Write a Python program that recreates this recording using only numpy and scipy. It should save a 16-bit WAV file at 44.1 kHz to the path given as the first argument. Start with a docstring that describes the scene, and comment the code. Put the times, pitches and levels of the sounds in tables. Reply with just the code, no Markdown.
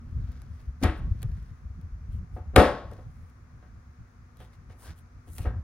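"""A low, lumpy rumble: the panels of an empty sheet-steel tank flex as hands press a small part into it.
The part slips with a knock, then snaps home, and the impact sets the shell ringing in its normal modes.
Fingers tap the steel and slide over it with a hiss of friction, and a palm comes down on it.
Behind it all lie faint outdoor air and a low hum."""
import sys
import numpy as np
from scipy import signal
from scipy.fft import rfft, irfft, next_fast_len
from scipy.io import wavfile
from scipy.ndimage import uniform_filter1d

SR = 44100
rng = np.random.default_rng(int(sys.argv[2]) if len(sys.argv) > 2 else 0)


def wav_record(signal):
    """Record a signal, one row per channel, as 16-bit PCM in the file named by sys.argv[1]."""
    frames = np.transpose(np.atleast_2d(signal))
    bounded = np.clip(frames, -1, 1)
    # unit amplitude maps onto the largest positive 16-bit level
    quanta = np.round(bounded * 32767).astype(np.int16)
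    wavfile.write(sys.argv[1], SR, quanta)


N = 248503
TIME = np.arange(N) / SR

# Spectrum of the rumbling panels. Each row: frequency in Hz, relative level in dB.
RUMBLE_SPECTRUM = [(13, -44.5), (22, -18.5), (48, -0.5), (81, 0), (101, -3.5), (204, -20.5), (241, -26.5),
                   (305, -35.5), (515, -46.5), (545, -46.5), (600, -48), (780, -74.5), (1320, -120)]
# Left-right coherence of the rumble. Each row: frequency in Hz, coherence from 0 to 1.
RUMBLE_COHERENCE = [(30, .94), (80, .96), (250, .9)]
# Left-right coherence of ringing and contact sounds. Each row: frequency in Hz, coherence from 0 to 1.
TANK_COHERENCE = [(150, .99), (700, .96), (1500, .8), (3000, .7), (6000, .55), (12000, .35)]
# Small clicks of the part and fingernails. Each row: start in seconds, level in dB, decay in seconds.
SMALL_CLICKS = [(0.3185, -53.5, 0.0012), (0.4181, -49, 0.0012), (0.826, -43, 0.0022), (0.8354, -28, 0.0014),
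                (0.8393, -39, 0.0027), (1.2189, -47, 0.0017), (1.2286, -37.5, 0.0019),
                (1.4273, -63, 0.0015), (1.8127, -60.5, 0.0017), (2.9139, -58, 0.0023), (2.934, -59, 0.0027),
                (3.299, -63, .002), (4.3704, -58.5, .002), (4.4019, -56, 0.0022), (5.3818, -39.5, 0.0031)]


def amp(db):
    """Amplitude grows tenfold for every 20 dB."""
    return 10 ** (np.asarray(db) / 20)


def unit(x):
    """Normalisation to an rms of 1."""
    return x / np.sqrt(np.mean(x ** 2) + 1e-20)


def curve_at(points, hz):
    """Interpolation on a logarithmic frequency axis."""
    f, value = np.transpose(points)
    return np.interp(np.log(hz + 1), np.log(f + 1), value)


def add(mix, start, sound):
    """Superposition: a stereo sound joins the mix at its start in seconds."""
    part = mix[:, max(round(start * SR), 0):][:, :sound.shape[1]]
    part += sound[:, :part.shape[1]]


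def noise(spectrum, coherence, size):
    """Random phases give stereo noise of rms 1; the share common to both sides sets its coherence."""
    hz = np.fft.rfftfreq(size, 1 / SR)
    left, independent = np.exp(2j * np.pi * rng.random((2, len(hz))))
    shared = np.clip(curve_at(coherence, hz), 0, 1)
    right = shared * left + np.sqrt(1 - shared ** 2) * independent
    return unit(irfft(np.array([left, right]) * amp(curve_at(spectrum, hz)), size))


def steadied(x, seconds):
    """Division by the running rms takes the slow swells out of a noise."""
    power = uniform_filter1d((x ** 2).mean(0), max(int(seconds * SR), 2))
    return x / np.sqrt(abs(power) + 1e-9)


def air(level_db=-64.5):
    """Outdoor air: a faint hiss that sounds wide because its coherence is low above the bass."""
    # Each row: frequency in Hz, relative level in dB.
    spectrum = [(210, -31), (350, -1), (417, -8), (445, -2), (632, -8), (718, -2), (816, -8), (1220, 0.1),
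                (2380, -12), (2980, -23), (6310, -18), (8410, -32), (9860, -26), (11900, -36), (15900, -31)]
    # Each row: frequency in Hz, left-right coherence from 0 to 1.
    coherence = [(200, 0.9), (700, 0.1), (12000, 0.092)]
    return amp(level_db) * noise(spectrum, coherence, N)


def hum(hz=241, bandwidth_hz=9, first_db=-53.5, settled_db=-65.5, settle_s=.5):
    """Narrow-band noise is heard as a wavering drone; its level settles early on."""
    pole = np.exp(-np.pi * bandwidth_hz / SR) * np.exp(2j * np.pi * hz / SR)
    drone = signal.lfilter([1], [1, -pole], rng.standard_normal(N)).real
    level_db = settled_db + (first_db - settled_db) * np.exp(-TIME / settle_s)
    return amp(level_db) * steadied(drone[None], seconds=.077)


def rumble(gain_db=-2, lumps_db=3.5, lump_s=.049):
    """Forced vibration: the panel rumbles in uneven lumps, louder as the hands bear down."""
    # Pressure of the hands, as heard in the rumble. 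Each row: time in seconds, relative level in dB.
    pressure = [(0, -43), (.2, -35.5), (.45, -46), (.6, -38), (.78, -43.5), (1.0, -33.5), (1.33, -28.5),
                (1.55, -48), (1.8, -39), (2.15, -37), (2.45, -42.5), (2.66, -30), (2.8, -43), (3.8, -49),
                (5.25, -48), (5.5, -28), (5.63, -36.5)]
    lumps = unit(uniform_filter1d(rng.standard_normal(N), int(lump_s * SR)))
    level_db = gain_db + np.interp(TIME, *np.transpose(pressure))
    level_db += lumps_db * uniform_filter1d(lumps, size=500)
    return amp(level_db) * steadied(noise(RUMBLE_SPECTRUM, RUMBLE_COHERENCE, N), seconds=.026)


def slides(grain_db=3, rub_q=5, pitched_db=9):
    """Friction: skin catching on the steel gives a grainy hiss and a darker, loosely pitched rub."""
    # Each row: middle in seconds, half length in seconds, hiss in dB, rub in dB, rub pitch in Hz.
    strokes = [(0.321, 0.16, -82, -65, 1510), (0.586, 0.094, -76, -67.5, 1860),
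               (.829, 0.017, -59, -52, 1510), (0.836, 0.0069, -58, -32, 2300), (.98, .02, -68, -75, 1500),
               (1.298, 0.26, -77, -67, 1800), (2.141, 0.042, -71.5, -72, 3010),
               (2.365, 0.032, -72, -69, 800), (2.956, 0.093, -76.5, -66, 1640),
               (3.201, .14, -77.5, -77, 2000), (4.425, 0.046, -69, -66, 3233),
               (4.538, 0.022, -74, -65, 1970), (4.717, .025, -75, -65.5, 2040),
               (4.843, 0.049, -56, -58, 950), (4.884, 0.04, -66, -51.5, 1606),
               (4.988, 0.024, -64.5, -71, 3040), (5.292, 0.018, -65, -68, 3070),
               (5.373, 0.068, -53, -72, 4020), (5.425, 0.057, -71, -56, 2600)]
    # Spectra of the fine hiss and the darker drag. Each row: frequency in Hz, relative level in dB.
    hiss_spectrum = [(3000, -18), (6000, 8), (10000, 19), (14500, 8.5), (16000, 15)]
    drag_spectrum = [(300, 8), (900, 1), (1700, -2.5), (2600, -4.5), (4000, -2.5), (6000, -3), (9000, -23)]
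    out, t = np.zeros((2, N)), np.arange(-SR // 2, SR // 2) / SR
    for middle, half_length, hiss_db, rub_db, hz in strokes:
        hiss = noise(hiss_spectrum, TANK_COHERENCE, len(t))
        drag = noise(drag_spectrum, TANK_COHERENCE, len(t))
        pitched = signal.lfilter(*signal.iirpeak(hz, rub_q, fs=SR), drag)
        rub = unit(drag + amp(pitched_db) * pitched)
        roughness = unit(uniform_filter1d(rng.standard_normal(len(t)), size=90))
        envelope = np.exp(-(t / half_length) ** 2) * unit(amp(grain_db * roughness))
        stroke = envelope * (amp(hiss_db) * hiss + amp(rub_db) * rub)
        add(out, middle + t[0], stroke[:, t >= -middle])
    return out


def flexes(swell_cycles=1.2, boom_db=-17, boom_t60_cycles=30, shudder_db=-12):
    """Damped oscillation: a panel gives way, swings and shudders a few cycles, then booms on weakly."""
    # Each row: start in seconds, level of the swing in dB, pitch in Hz.
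    panel_swings = [(.113, -27.5, 81), (.146, -23.5, 64), (.231, -27.5, 72.6), (.281, -25.5, 67.7),
                    (.497, -29, 76), (.672, -26, 68.4), (.8264, -14.5, 235), (.84, -14, 75),
                    (.85, -19.5, 263), (.876, -19, 67), (1.026, -26.5, 54), (1.107, -17, 87),
                    (1.243, -20.5, 101.2), (1.28, -25.5, 80), (1.318, -29, 68), (1.41, -30.5, 68),
                    (1.645, -29.5, 66), (1.695, -32.5, 73), (1.828, -29.5, 80), (1.913, -33, 54.95),
                    (2.078, -32, 60), (2.135, -26.5, 78), (2.178, -27, 81.57), (2.334, -30.5, 71),
                    (2.395, -32.5, 68), (2.468, -28.5, 65), (2.559, -18, 110), (2.572, -5, 72),
                    (2.842, -32.5, 71), (4.576, -37.5, 86), (5.292, -33.5, 72.4), (5.397, -25.5, 97),
                    (5.463, -18.5, 71.2)]
    out, t = np.zeros((2, N)), np.arange(SR) / SR
    for start, db, hz in panel_swings:
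        cycles = t * hz
        progress = cycles / swell_cycles  # the swing peaks at 1
        swing = progress ** 2 * np.exp(1 - progress ** 2)
        boom_rise = 1 - np.exp(-(progress / 2) ** 2)
        boom = amp(boom_db) * boom_rise * np.exp(-np.log(1000) * cycles / boom_t60_cycles)
        shudder = amp(shudder_db) * steadied(noise(RUMBLE_SPECTRUM, RUMBLE_COHERENCE, SR), seconds=.03)
        tone = (swing + boom) * np.sin(2 * np.pi * cycles)
        add(out, start, amp(db) * (tone + swing * shudder))
    return out


def bursts(events, spectrum, rise_s):
    """A brief contact has a broad spectrum: each is a burst of noise with an exponential decay."""
    out, t = np.zeros((2, N)), np.arange(2048) / SR
    for start, db, decay_s in events:
        burst = steadied(noise(spectrum, TANK_COHERENCE, len(t)), seconds=.006)
        envelope = (1 - np.exp(-t / rise_s)) * np.exp(1 / 2 - t / decay_s)
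        add(out, start, amp(db) * envelope * burst)
    return out


def clicks():
    """Direct radiation from the point of contact: snaps of the part, and its and the nails' clicks."""
    # The part snapping past the rim. Each row: start in seconds, level in dB, decay in seconds.
    snaps = [(.8365, -31, .002), (2.5585, -26, .0015), (2.561, -6, .003), (2.5905, -23, .002)]
    # Spectra of the snaps and the small clicks. Each row: frequency in Hz, relative level in dB.
    snap_spectrum = [(100, -25), (300, -5), (550, 0), (1300, -1), (2300, -5.5), (3800, -11), (5500, -23),
                     (10000, -22), (15000, -28)]
    click_spectrum = [(300, -12), (900, -1), (2000, -1), (4000, -1), (7000, -6), (10000, -1), (15000, -7)]
    return bursts(snaps, snap_spectrum, rise_s=.0008) + bursts(SMALL_CLICKS, click_spectrum, rise_s=.0003)


def mode_phases(hz):
    """Coherence falls with frequency, so high modes reach left and right further out of step."""
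    left = 2 * np.pi * rng.random(hz.shape)
    offset = np.arccos(curve_at(TANK_COHERENCE, hz)) * rng.choice([-1, 1], hz.shape)
    return np.array([left, left + offset])


def weak_modes(t60_factor, count=1100, uneven_db=4):
    """Dense modes merge into a decaying noise; they lie sparser and more uneven towards the treble."""
    # Each row: frequency in Hz, relative spectral density in dB.
    spectrum = [(90, -24.5), (200, 1), (450, -6.5), (700, -5), (1200, -14), (1550, -8.5), (2100, -17),
                (3500, -19.5), (5000, -26.5), (7500, -34.5), (10000, -27), (15000, -39)]
    # Each row: frequency in Hz, t60 in seconds before damping by the hand.
    free_t60 = [(150, 0.45), (500, 0.52), (1200, 0.56), (2500, 0.45), (5000, 0.5), (12000, 0.27)]
    edges = np.linspace(np.sqrt(110), np.sqrt(15800), count + 1) ** 2
    band_hz = np.diff(edges)
    hz = (edges[:-1] + band_hz * rng.random(count)).astype(int)  # one mode in each band
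    scatter_db = uneven_db * np.sqrt(np.linspace(0, 1, count)) * rng.standard_normal(count)
    strength = amp(curve_at(spectrum, hz) + scatter_db) * np.sqrt(band_hz)
    lines = np.zeros((2, SR // 2 + 1), complex)
    lines[:, hz] = strength * np.exp(1j * mode_phases(hz))
    sustained = steadied(unit(irfft(lines, SR)), seconds=.041)
    bin_hz, frame_s, frames = signal.stft(sustained, SR, nperseg=512)
    t60 = curve_at(free_t60, bin_hz)[:, None] * t60_factor
    decay = np.exp(-np.log(1000) * frame_s / t60)
    return signal.istft(frames * decay, SR, nperseg=512)[1][:, :SR]


def ring(t60_factor, clear_db=-.5, weak_db=-5.5, early_s=.045):
    """Free vibration: for one second the tank's clear normal modes decay over many weaker ones."""
    # Each row: frequency in Hz, relative level in dB, t60 in seconds before damping by the hand.
    steel_modes = [(208, -3, .3), (246, -7, .28), (273, -5, .3), (312, -10, .44), (359, -5, .3),
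                   (406, -6.5, .3), (453, -5.5, .34), (510, -2, .35), (575, -10, .52), (734, -1, .31),
                   (857, -11, .4), (886, -13, .44), (966, -20, .58), (1030, -16, .48), (1082, -14, .65),
                   (1127, -13, .6), (1209, -9, .35), (1258, -10, .36), (1283, -13, .42), (1317, -11, .46),
                   (1456, -22, .62), (1604, -17, .4), (1711, -16, .42), (1868, -12, .4), (1947, -19, .44),
                   (2058, -16, .36), (2205, -19, .35), (2242, -18, .35), (2402, -20, .39), (2657, -19, .35)]
    t = np.arange(SR) / SR
    hz, db, t60 = np.transpose(steel_modes)[:, :, None]
    strength = amp(db) / np.sqrt(np.sum(amp(db) ** 2) / 2)
    decay = np.exp(-np.log(1000) * t / (t60 * t60_factor))
    clear = (strength * decay * np.sin(2 * np.pi * hz * t + mode_phases(hz))).sum(1)
    early_motion = 1 + np.exp(-t / early_s)  # the sheet loses its first, largest motion quickly
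    return (amp(clear_db) * clear + amp(weak_db) * weak_modes(t60_factor)) * early_motion


def impact(corner_hz, build_s, t60_factor, spot_hz, lift_db, spot_q):
    """A soft blow acts as a low-pass filter on the modes, and each struck spot weights its own band."""
    t = np.arange(SR) / SR
    spreading = ring(t60_factor) * (1 - np.exp(-t / build_s))
    shell = signal.lfilter(*signal.butter(1, corner_hz, fs=SR), spreading)
    spot_band = signal.lfilter(*signal.iirpeak(spot_hz, spot_q, fs=SR), shell)
    return shell + (amp(lift_db) - 1) * spot_band


def blows(click_gain_db=-18.5):
    """Impulse excitation: the tank rings to the part's knocks, the hand's touches and each small click."""
    # The part striking the shell. Each row: start in seconds, level in dB, low-pass corner in Hz,
    # build-up in seconds, hand damping as a factor on t60, the spot's band in Hz, its lift in dB, its Q.
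    knocks = [(.813, -47, 400, .0027, .46, 280, 13, 1.5), (.8281, -28, 300, 0.0006, .1, 213, 10, 1.8),
              (.8367, -29.5, 9500, 0.0038, 0.95, 2320, 5.5, 1.6),
              (0.8398, -45, 400, .003, 0.9, 325.5, 30.5, 14), (2.533, -37.5, 300, .013, .8, 200, -6, 2.4),
              (2.5606, -11, 12000, 0.022, 0.96, 525.6, 6.5, 1.8)]
    # Fingers and palm landing. Each row: start in seconds, level in dB, low-pass corner in Hz,
    # hand damping as a factor on t60, the spot's band in Hz.
    touches = [(2.364, -47, 700, 0.87, 800), (2.914, -50.5, 920, 0.54, 504), (2.985, -55, 1000, 0.82, 550),
               (3.625, -62.5, 2470, 1, 1500), (4.402, -56, 6000, 0.92, 3280),
               (4.698, -59, 2514, 0.81, 2510), (5.274, -56, 297, 0.86, 297), (5.386, -54.5, 2200, 1, 253),
               (5.448, -38, 300, 0.19, 290), (5.4535, -40.5, 1310, 0.97, 1650)]
    out = np.zeros((2, N))
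    ring_under_hand = ring(t60_factor=.38)
    for start, db, *contact in knocks:
        add(out, start, amp(db) * impact(*contact))
    for start, db, corner_hz, t60_factor, spot_hz in touches:
        touch = impact(corner_hz, build_s=.001, t60_factor=t60_factor,
                       spot_hz=spot_hz, lift_db=6, spot_q=3.6)
        add(out, start, amp(db) * touch)
    for start, db, _ in SMALL_CLICKS:
        add(out, start, amp(db + click_gain_db) * ring_under_hand)
    return out


def scene():
    """Level and phase differences set the sound a little to the left; only the rumble stays central."""
    # Each row: frequency in Hz, left level minus right in dB.
    balance = [(30, 1.5), (70, 2.2), (300, 3.4), (1500, 3), (5000, 2), (12000, .5)]
    # Each row: frequency in Hz, phase lead of the left side in radians.
    phase_lead = [(700, 0), (1500, -0.28), (2800, .7), (6000, 2.1), (11000, 1.1)]
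    sources = clicks() + blows() + flexes() + slides() + hum() + air()
    size = next_fast_len(N + SR)
    hz = np.fft.rfftfreq(size, 1 / SR)
    lean = amp(curve_at(balance, hz) / 2) * np.exp(1j * curve_at(phase_lead, hz) / 2)
    placed = irfft(rfft(sources, size) * np.array([lean, 1 / lean]), size)[:, :N]
    return placed + rumble()


def record(dry, cutoff_hz=15900):
    """Clipping holds the peaks at full scale; a steep low-pass filter then limits the band."""
    clipped = np.clip(dry, -1, 1)
    low_pass = signal.firwin(511, cutoff_hz, window=("kaiser", 9), fs=SR)
    return signal.oaconvolve(clipped, low_pass[None], "same")


dry = scene()
out = record(dry)
wav_record(out)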